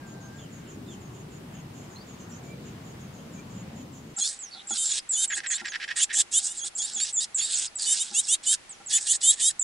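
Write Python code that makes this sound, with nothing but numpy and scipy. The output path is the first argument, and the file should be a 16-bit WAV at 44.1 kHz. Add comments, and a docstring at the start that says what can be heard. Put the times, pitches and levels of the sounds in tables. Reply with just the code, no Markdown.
"""A yard in a town, where tit nestlings beg inside an upright iron pipe while a parent feeds them.
From afar, town rumble (flickering bands of noise) lies under dipping calls, chirps and thin whistles.
Then, from a microphone at the rim: sliding whistles, squeals of two coupled voices, hoarse rasps
(noise through a throat), the parent's pulsed churr, and claws on iron (noise bursts ringing the pipe)."""
import sys
import numpy as np
from scipy import signal
from scipy.fft import rfft, irfft
from scipy.io import wavfile
from scipy.ndimage import uniform_filter1d

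SR = 44100
rng = np.random.default_rng(int(sys.argv[2]) if len(sys.argv) > 2 else 0)


def bounce(signal):
    """Save signal as a 16-bit WAV file at the path given by the first command-line argument."""
    frames = np.transpose(np.atleast_2d(signal))
    limited = np.clip(frames, -1, 1)
    pcm = np.round(limited * 32767).astype(np.int16)
    wavfile.write(sys.argv[1], SR, pcm)


N = 424683

MOVE_S = 4.14  # from here on the listener is at the rim
FAR_TOP_HZ, NEAR_TOP_HZ = 15700, 11030  # top cut at each position


def undb(db):
    """Amplitude factor for a level in dB."""
    return 10 ** (np.asarray(db) / 20)


def unit(x):
    """Scale to an RMS of 1."""
    return x / np.sqrt(np.mean(x ** 2))


def walk(rate, size=N):
    """Random levels held 1 / rate s, smoothed twice over that time; RMS 1."""
    hold = max(int(SR / rate), 1)
    steps = np.repeat(rng.standard_normal(size // hold + 1), hold)
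    smooth = uniform_filter1d(uniform_filter1d(steps, hold), hold)
    return unit(smooth[:size])


def turns(hz):
    """Phase in radians of a tone that follows the pitch hz."""
    return 2 * np.pi * np.cumsum(hz) / SR


def note(start_s, end_s, edge_s):
    """Place of a note, its progress 0-1 and a gate with soft edges."""
    first, last = int(start_s * SR), min(int(end_s * SR), N)
    u = np.linspace(0, 1, last - first)
    from_edge_s = np.minimum(u, 1 - u) * (end_s - start_s)
    gate = np.sin(np.pi / 2 * np.clip(from_edge_s / edge_s, 0, 1)) ** 2
    return slice(first, last), u, gate


def throat(x, modes, patchy_db=0, wander=0):
    """Resonances side by side, wavering in level; those below 6 kHz can drift in pitch as the mouth works."""
    out = 0
    for k, (hz, width_hz, db) in enumerate(modes):
        drift = wander * (hz < 6000) * walk(14)
        spin = np.exp(1j * turns(hz * (1 + drift)))
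        # shift the resonance down to 0 Hz, low-pass, and shift back up
        lowpass = signal.butter(2, width_hz / 2, fs=SR, output="sos")
        band = (signal.sosfilt(lowpass, x / spin) * spin).real
        level = undb(db + patchy_db * walk(30)) / np.sqrt(width_hz)
        out = out + (-1) ** k * level * band
    return unit(out)


def air(colour, alike_hz, flicker_db):
    """Noise in half-octave bands that flicker independently; only the bass is alike left and right."""
    f = np.maximum(np.fft.rfftfreq(N + 1, 1 / SR), 1)
    hz, db = np.transpose(colour)
    shape = undb(np.interp(np.log(f), np.log(hz), db))
    mid, side = rfft(rng.standard_normal((2, N + 1))) * shape
    side = side / np.sqrt(1 + (alike_hz / f) ** 4)
    stereo = np.array([mid + side, mid - side])
    out = 0
    for centre in np.arange(3, 15, .5):  # log2 of Hz
        band = np.clip(1 - 2 * abs(np.log2(f) - centre), 0, 1)
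        depth_db = flicker_db * min(9 / centre, 1) ** 3  # shallower above 512 Hz
        out = out + undb(depth_db * walk(8)) * irfft(band * stereo, N + 1)[:, :N]
    return unit(out)


def spread(x, t60, wet_db, pan_db):
    """Direct sound, pan_db louder on the left, and a short tail that differs left and right."""
    t = np.arange(int(t60 * SR)) / SR
    tail = rng.standard_normal((2, len(t))) * undb(-60 * t / t60)
    tail *= undb(wet_db) / np.sqrt(np.sum(tail ** 2, 1, keepdims=True))
    tail[:, 0] += undb(np.array([pan_db, -pan_db]) / 2)  # direct sound
    return signal.fftconvolve(x[None], tail, axes=1)[:, :N]


# Level of the town traffic heard from afar: time_s [s], level_db [dB]
RUMBLE = [(0.0, -43), (3.0, -41.5), (4.13, -43.5)]
# Colour of the town noise: frequency_hz [Hz], relative density_db [dB per Hz]
TOWN = [(30, -21.5), (130, 2), (210, -0.5), (555, -15.5), (6700, -35), (15500, -43.5)]


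def town_rumble(t):
    """Distant traffic: bass-heavy noise following a slow level curve, 1 dB louder on the left."""
    time_s, level_db = np.transpose(RUMBLE)
    side_db = np.array([[.5], [-.5]])
    return air(TOWN, 530, 2.05) * undb(np.interp(t, time_s, level_db) + side_db)


# Faint steady whistles further off: start_s [s], end_s [s], pitch_hz [Hz], level_db [dB]
TONES = [(0., .95, 1590, -62), (2.4, 2.56, 2300, -61), (7.1, 7.28, 1960, -58), (3.25, 3.42, 2350, -62)]


def thin_whistles():
    """Distant sine tones that waver a little in pitch and strongly in level."""
    out = np.zeros(N)
    for start_s, end_s, pitch_hz, db in TONES:
        at, u, gate = note(start_s, end_s, 0.028)
        level = undb(db + 11 * np.tanh(walk(9.2, len(u))))
        out[at] += gate * level * np.sin(turns(pitch_hz * (1 + 0.01093 * walk(22, len(u)))))
    return out


# Distant begging calls, each sounding from 0.06 s before to 0.05 s after: time_s [s]
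FAR_CALLS = [0.109, 0.25, 0.41, 0.56, 0.719, 0.92, 1.05, 1.19, 1.35, 1.58, 1.789, 1.941, 2.12, 2.23, 2.34,
             2.479, 2.689, 2.89, 3.041, 3.179, 3.371, 3.591, 3.8, 3.971]


def far_begging():
    """The brood from afar: each call a dipping whistle in a smear of throat-shaped noise."""
    out = np.zeros(N)
    hoarse = throat(rng.standard_normal(N), [(3060, 560, 1), (6700, 1200, 8.5)], patchy_db=4.5)
    variety = rng.standard_normal((len(FAR_CALLS), 2))
    for time_s, (size, pitch) in zip(FAR_CALLS, variety):
        at, u, gate = note(time_s - .06, time_s + 0.05, 0.035)
        dip = 1 + 0.5 * (.6 - u) ** 2 + 0.012 * walk(63.0, len(u))
        tone = np.sin(turns((6600 + 150 * pitch) * dip))
        out[at] += gate * undb(-57.5 + 2 * np.tanh(size)) * (.85 * tone + .35 * hoarse[at])
    # the rest of the brood, and other nests, chatter on faintly
    return out + undb(-72.5 + 4.8 * walk(9)) * hoarse


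# Other small birds in the yard: start_s [s], from_hz [Hz], to_hz [Hz]
CHIRPS = [(.38, 3500, 2930), (.86, 3890, 3020), (1.95, 4000, 4870), (2.31, 5500, 6740)]


def chirps():
    """Husky chirps: gliding tones roughened by fast random level changes."""
    out = np.zeros(N)
    for start_s, from_hz, to_hz in CHIRPS:
        at, u, gate = note(start_s, start_s + .09, 0.011)
        husky = 1 + walk(600, len(u))
        out[at] += gate * undb(-57.5) * husky * np.sin(turns(from_hz + (to_hz - from_hz) * u))
    return out


# Colour of the air at the rim: frequency_hz [Hz], relative density_db [dB per Hz]
YARD = [(30, -2.5), (400, -4), (2000, -3.5), (11000, -12.5)]
# Level of that air [dB]
YARD_DB = -50.5


def yard_air():
    """Quiet broadband air around the microphone at the rim."""
    return air(YARD, 140, 0.99) * undb(YARD_DB)


# One voice alone, sliding: start_s [s], end_s [s], from_hz [Hz], to_hz [Hz],
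# level_db [dB, before the fade of deep falls and panning]
WHISTLES = [(4.165, 4.235, 7500, 6720, -32), (4.389, 4.497, 7800, 5540, -36.5),
            (4.511, 4.627, 4570, 3420, -47), (4.671, 4.739, 7700, 6690, -33),
            (4.839, 4.93, 7680, 6960, -25.5), (4.99, 5.004, 5250, 4830, -42),
            (5.09, 5.169, 7860, 6830, -27), (5.276, 5.352, 7720, 6660, -30.5),
            (5.469, 5.54, 7750, 6500, -30), (5.657, 5.722, 7700, 6440, -40),
            (6.573, 6.612, 7550, 6620, -35.5), (6.615, 6.653, 6410, 6980, -33.5),
            (6.752, 6.809, 7580, 6950, -33), (6.789, 6.82, 6540, 6800, -32.5),
            (6.932, 6.981, 7670, 6800, -31), (6.98, 7.004, 6400, 6940, -31),
            (7.127, 7.2, 7780, 6910, -24.5), (7.345, 7.408, 7730, 6780, -26),
            (7.539, 7.59, 7460, 5280, -29), (7.674, 7.684, 5270, 4700, -38),
            (7.754, 7.79, 8080, 7040, -31.5), (7.794, 7.836, 4826, 4330, -37),
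            (7.841, 7.88, 4360, 4770, -34), (8.232, 8.254, 5700, 5270, -37.5),
            (8.694, 8.762, 8220, 5400, -42), (8.861, 8.92, 7900, 5190, -34), (9.068, 9.09, 8104, 7100, -34),
            (9.428, 9.494, 6400, 4720, -34), (9.594, 9.634, 7980, 7120, -25.5)]
SLIDE_POWER = 2.2  # higher: the slide comes earlier


def whistles():
    """The beak favours the octave; the fundamental shows only near a throat resonance, where the voice clears."""
    out, clear = np.zeros(N), np.zeros(N)
    for start_s, end_s, from_hz, to_hz, db in WHISTLES:
        at, u, gate = note(start_s, end_s, 0.00055)
        slide = np.cos(np.pi / 2 * u) ** SLIDE_POWER
        f = (to_hz + (from_hz - to_hz) * slide) * (1 + 0.0122 * walk(178.6, len(u)))
        resonance = np.exp(-((f / 2 - 3340) / 140) ** 2)
        clear[at] = gate * resonance * (u * u if to_hz < from_hz else 1)  # a fall clears late
        husk = np.clip(.35 + (4500 - f) / 500, .35, 1) * (1 - clear[at])  # low calls are breathy
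        p = turns(f / 2)
        octave = np.sin(2 * p) * (1 - husk ** 2 + husk * walk(1500, len(u)))
        low = undb(-5.0) * clear[at] * (np.sin(p) + 0.39 * np.sin(3 * p))
        db = db - np.maximum(from_hz - f - 1100, 0) / 110  # a deep fall leaves the beak resonance and fades
        level = undb(db + 2.07 * walk(41.0, len(u)))
        ending = np.clip((1 - u) / 0.055, 0, 1)
        out[at] += level * gate * ending * np.sqrt(2) * (octave + low)
    return out, clear


# Hoarse begging: start_s [s], end_s [s], from_db [dB], to_db [dB], before yielding to clearer voices
RASPS = [(4.173, 4.271, -36, -15), (4.252, 4.393, -22.5, -51), (4.68, 4.787, -41, -23.5),
         (4.765, 5.003, -32, -28.5), (5.112, 5.264, -34.5, -22.5), (5.329, 5.401, -27, -34.5),
         (5.497, 5.575, -32.5, -22.5), (5.95, 6.054, -35, -16.5), (6.122, 6.227, -33.5, -12),
         (6.308, 6.409, -27.5, -25.5), (6.386, 6.51, -42.5, -26), (6.505, 6.636, -43.5, -41),
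         (6.626, 6.696, -29.5, -31), (6.764, 6.836, -42, -19), (6.809, 6.967, -29, -41.5),
         (6.949, 7.02, -42, -18), (6.995, 7.124, -28.5, -32.5), (7.193, 7.26, -23.5, -25.5),
         (7.368, 7.68, -28, -27), (7.778, 7.959, -31.5, -20.5), (7.944, 8.132, -25.5, -41),
         (8.12, 8.225, -32, -27.5), (8.207, 8.298, -45.5, -32), (8.262, 8.364, -45, -22),
         (8.424, 8.559, -36, -19.5), (8.887, 8.996, -27, -22), (8.974, 9.073, -36, -34),
         (9.055, 9.177, -20.5, -29.5), (9.202, 9.356, -28.5, -28), (9.333, 9.401, -45, -34.5),
         (9.385, 9.525, -26, -29)]
# Nestling throat resonances: frequency_hz [Hz], width_hz [Hz], relative level_db [dB]
RASP_THROAT = [(1644, 270, -19), (3500, 1400, -7), (5130, 1770, -3.5), (7700, 1540, 5), (9570, 1400, -9.5)]
RASP_EDGE_S = 0.021


def rasps():
    """The syrinx slips into chaos: noise in uneven spurts of a few ms through the throat."""
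    effort = np.zeros(N)
    for start_s, end_s, from_db, to_db in RASPS:
        at, u, gate = note(start_s, end_s, RASP_EDGE_S)
        effort[at] += gate * undb(from_db + (to_db - from_db) * u)
    spurts = undb(1.9 * walk(600)) * rng.standard_normal(N)
    return throat(spurts, RASP_THROAT, patchy_db=3.0, wander=0.059) * effort


# Claw knocks on the rim: start_s [s], level_db [dB, before the burst's trim and the ring]
KNOCKS = [(4.174, -42.5), (4.548, -47.5), (4.704, -37), (5.37, -50), (5.612, -39.5), (6.17, -51),
          (6.637, -50.5), (6.792, -55.5), (6.954, -47.5), (8.11, -48.5), (8.798, -48.5)]
# Ringing modes of the pipe: frequency_hz [Hz], relative level_db [dB], t60_s [s]
PIPE = [(232, -8, .11), (350, -5, .1), (800, -3, .06), (1380, -5, .05)]


def knocks():
    """Claws knock and scuff the rim: noise bursts over a faint scuffle ring the pipe briefly."""
    t = np.arange(SR // 4) / SR
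    claws = undb(-88 + 4 * np.tanh(walk(9))) * rng.standard_normal(N)
    for start_s, db in KNOCKS:
        at, u, gate = note(start_s, start_s + 0.034, 0.0025)
        claws[at] += undb(db - 18.0 - 18.3 * u) * gate * rng.standard_normal(len(u))
    ring = sum(undb(db - 60 * t / t60_s) * np.sin(2 * np.pi * hz * t) for hz, db, t60_s in PIPE)
    highpass = signal.butter(2, 180, "high", fs=SR, output="sos")
    return signal.sosfilt(highpass, signal.fftconvolve(claws, ring)[:N])


# Both sides of the syrinx in step: start_s [s], end_s [s], lead_from_hz [Hz], lead_to_hz [Hz],
# second_from_hz [Hz], end_level_db [dB, before the ladder and panning]
SQUEALS = [(4.2, 4.28, 3300, 3820, 4100, -32.5), (4.766, 4.851, 3597, 3715, 3064, -32),
           (5.158, 5.254, 3544, 3744, 3010, -30), (5.523, 5.581, 3420, 4040, 4050, -37.5),
           (5.986, 6.047, 2890, 3630, 2663, -23.5), (6.143, 6.223, 3190, 3765, 2856, -29.5),
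           (6.325, 6.398, 3110, 3880, 2660, -24), (6.468, 6.535, 3360, 3710, 2730, -40),
           (6.809, 6.872, 3497, 3950, 4370, -36), (6.997, 7.052, 3580, 4040, 4410, -32),
           (7.2, 7.251, 3710, 4336, 4650, -35), (7.401, 7.474, 3540, 4060, 4410, -31.5),
           (7.856, 7.944, 3540, 3730, 2940, -29.5), (7.984, 8.038, 3445, 3900, 2820, -28.5),
           (8.135, 8.212, 3110, 3930, 2550, -24), (8.274, 8.355, 3145, 3870, 2653, -23.5),
           (8.456, 8.544, 3430, 3910, 2907, -25), (8.919, 8.984, 3324, 3580, 2900, -26.5),
           (9.07, 9.137, 3090, 3690, 2730, -24), (9.221, 9.326, 3367, 3970, 2918, -23),
           (9.405, 9.504, 3507, 3940, 2990, -25.5)]
# Relative level [dB] of the tone n x lead + m x second: a row for each n from 0,
# its columns m rising from max(1 - n, -2)
LADDER_DB = [
    [-3.5, -3.5, -0.5],
    [-4.5, -9, -4.5],
    [-22, 0.5, -10.5],
    [-16, -9, -12.5],
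    [-1, -7],
]
SWELL_DB_PER_OCTAVE = 33  # effort raises pitch and level together when the second voice is below the lead


def ladder_db(n, m):
    """Level of one sum or difference tone; those outside the table sit at -22 dB."""
    column = m - max(1 - n, -2)
    listed = n < len(LADDER_DB) and 0 <= column < len(LADDER_DB[n])
    return LADDER_DB[n][column] if listed else -22


def squeals():
    """Two coupled oscillators: a ladder of sum and difference tones, lifted near the beak resonance."""
    out, locked = np.zeros(N), np.zeros(N)
    for start_s, end_s, from_hz, to_hz, second_hz, end_db in SQUEALS:
        ratio = second_hz / from_hz
        at, u, gate = note(start_s, end_s, .018)
        locked[at] = gate
        # a high second voice holds, then sweeps up
        glide = from_hz + (to_hz - from_hz) * (u ** 2.3 if ratio > 1 else u)
        swell = end_db + SWELL_DB_PER_OCTAVE * np.log2(glide / to_hz) * (ratio < 1)
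        lead = glide * (1 + 0.0038 * walk(221, len(u)) + .006 * walk(41.1, len(u)))
        second = ratio * lead
        for n in range(6):
            for m in range(-3, 4):
                # a second voice above the lead couples loosely
                db = ladder_db(n, m) - 12 * (m < 0 and ratio > 1)
                f = n * lead + m * second
                beak = 1 + 2.0 * np.exp(-((f - 7450) / 450) ** 2)
                beak = beak * (f > 2300) * (f < NEAR_TOP_HZ)
                if not beak.any():
                    continue
                level = gate * beak * undb(swell + db + 2.48 * walk(20.7, len(u)))
                rough = 1 + f / 30000 * walk(1500, len(u))  # higher tones are rougher
                out[at] += level * rough * np.sin(turns(f) + 2 * np.pi * rng.random())
    return out, locked


# The parent's scolding notes: start_s [s]
CHURR = [5.298, 5.364, 5.431, 5.5, 5.568, 5.641, 5.716, 5.797, 5.875, 5.956, 6.09]
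# The parent's throat resonances: frequency_hz [Hz], width_hz [Hz], relative level_db [dB]
CHURR_THROAT = [(1770, 470, 4.5), (2870, 1330, 1.5), (4750, 1600, -2.5), (6040, 4200, -7)]
CHURR_NOTE_S, CHURR_DRAG = 0.0446, 0.022  # first length [s]; seconds gained per second of scolding


def churr():
    """Short scolding notes of irregular noise pulses, lengthening as they go, each swelling to its end."""
    gates = np.zeros(N)
    for start_s in CHURR:
        length_s = CHURR_NOTE_S + CHURR_DRAG * (start_s - CHURR[0])
        at, u, gate = note(start_s, start_s + length_s, 0.0061)
        gates[at] = gate * undb(-36.5 + 2.3 * u)
    pulses = undb(3.3 * walk(450)) * rng.standard_normal(N)
    return gates * throat(pulses, CHURR_THROAT, patchy_db=2)


def scene():
    """Town rumble from afar, then the rim of the pipe; the distant birds are mixed in throughout."""
    t = np.arange(N) / SR
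    far = town_rumble(t)
    distant_birds = spread(thin_whistles() + far_begging() + chirps(), 0.066, -0.056, 0.59)
    tone, clear = whistles()
    squeal, locked = squeals()
    # rasps drop back while a chick sings clearly or squeals
    hoarse = rasps() * (1 - .85 * clear) * (1 - .55 * locked)
    chicks = spread(tone + squeal + hoarse, 0.046, -7.5, -2.05)
    rim = spread(knocks(), .03, -5, .2)
    parent = spread(churr(), 0.067, -6.0, -1.9)
    near = yard_air() + chicks + rim + parent
    return np.where(t < MOVE_S, far, near) + distant_birds


def record(dry):
    """Each position has its own recorder, with its own steep top cut."""
    is_far = np.arange(N) < MOVE_S * SR
    out = 0
    for top_hz, here in ((FAR_TOP_HZ, is_far), (NEAR_TOP_HZ, ~is_far)):
        top_cut = signal.ellip(12, .2, 70, top_hz, fs=SR, output="sos")
        out = out + signal.sosfilt(top_cut, dry * here)
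    return out


dry = scene()
out = record(dry)
bounce(out)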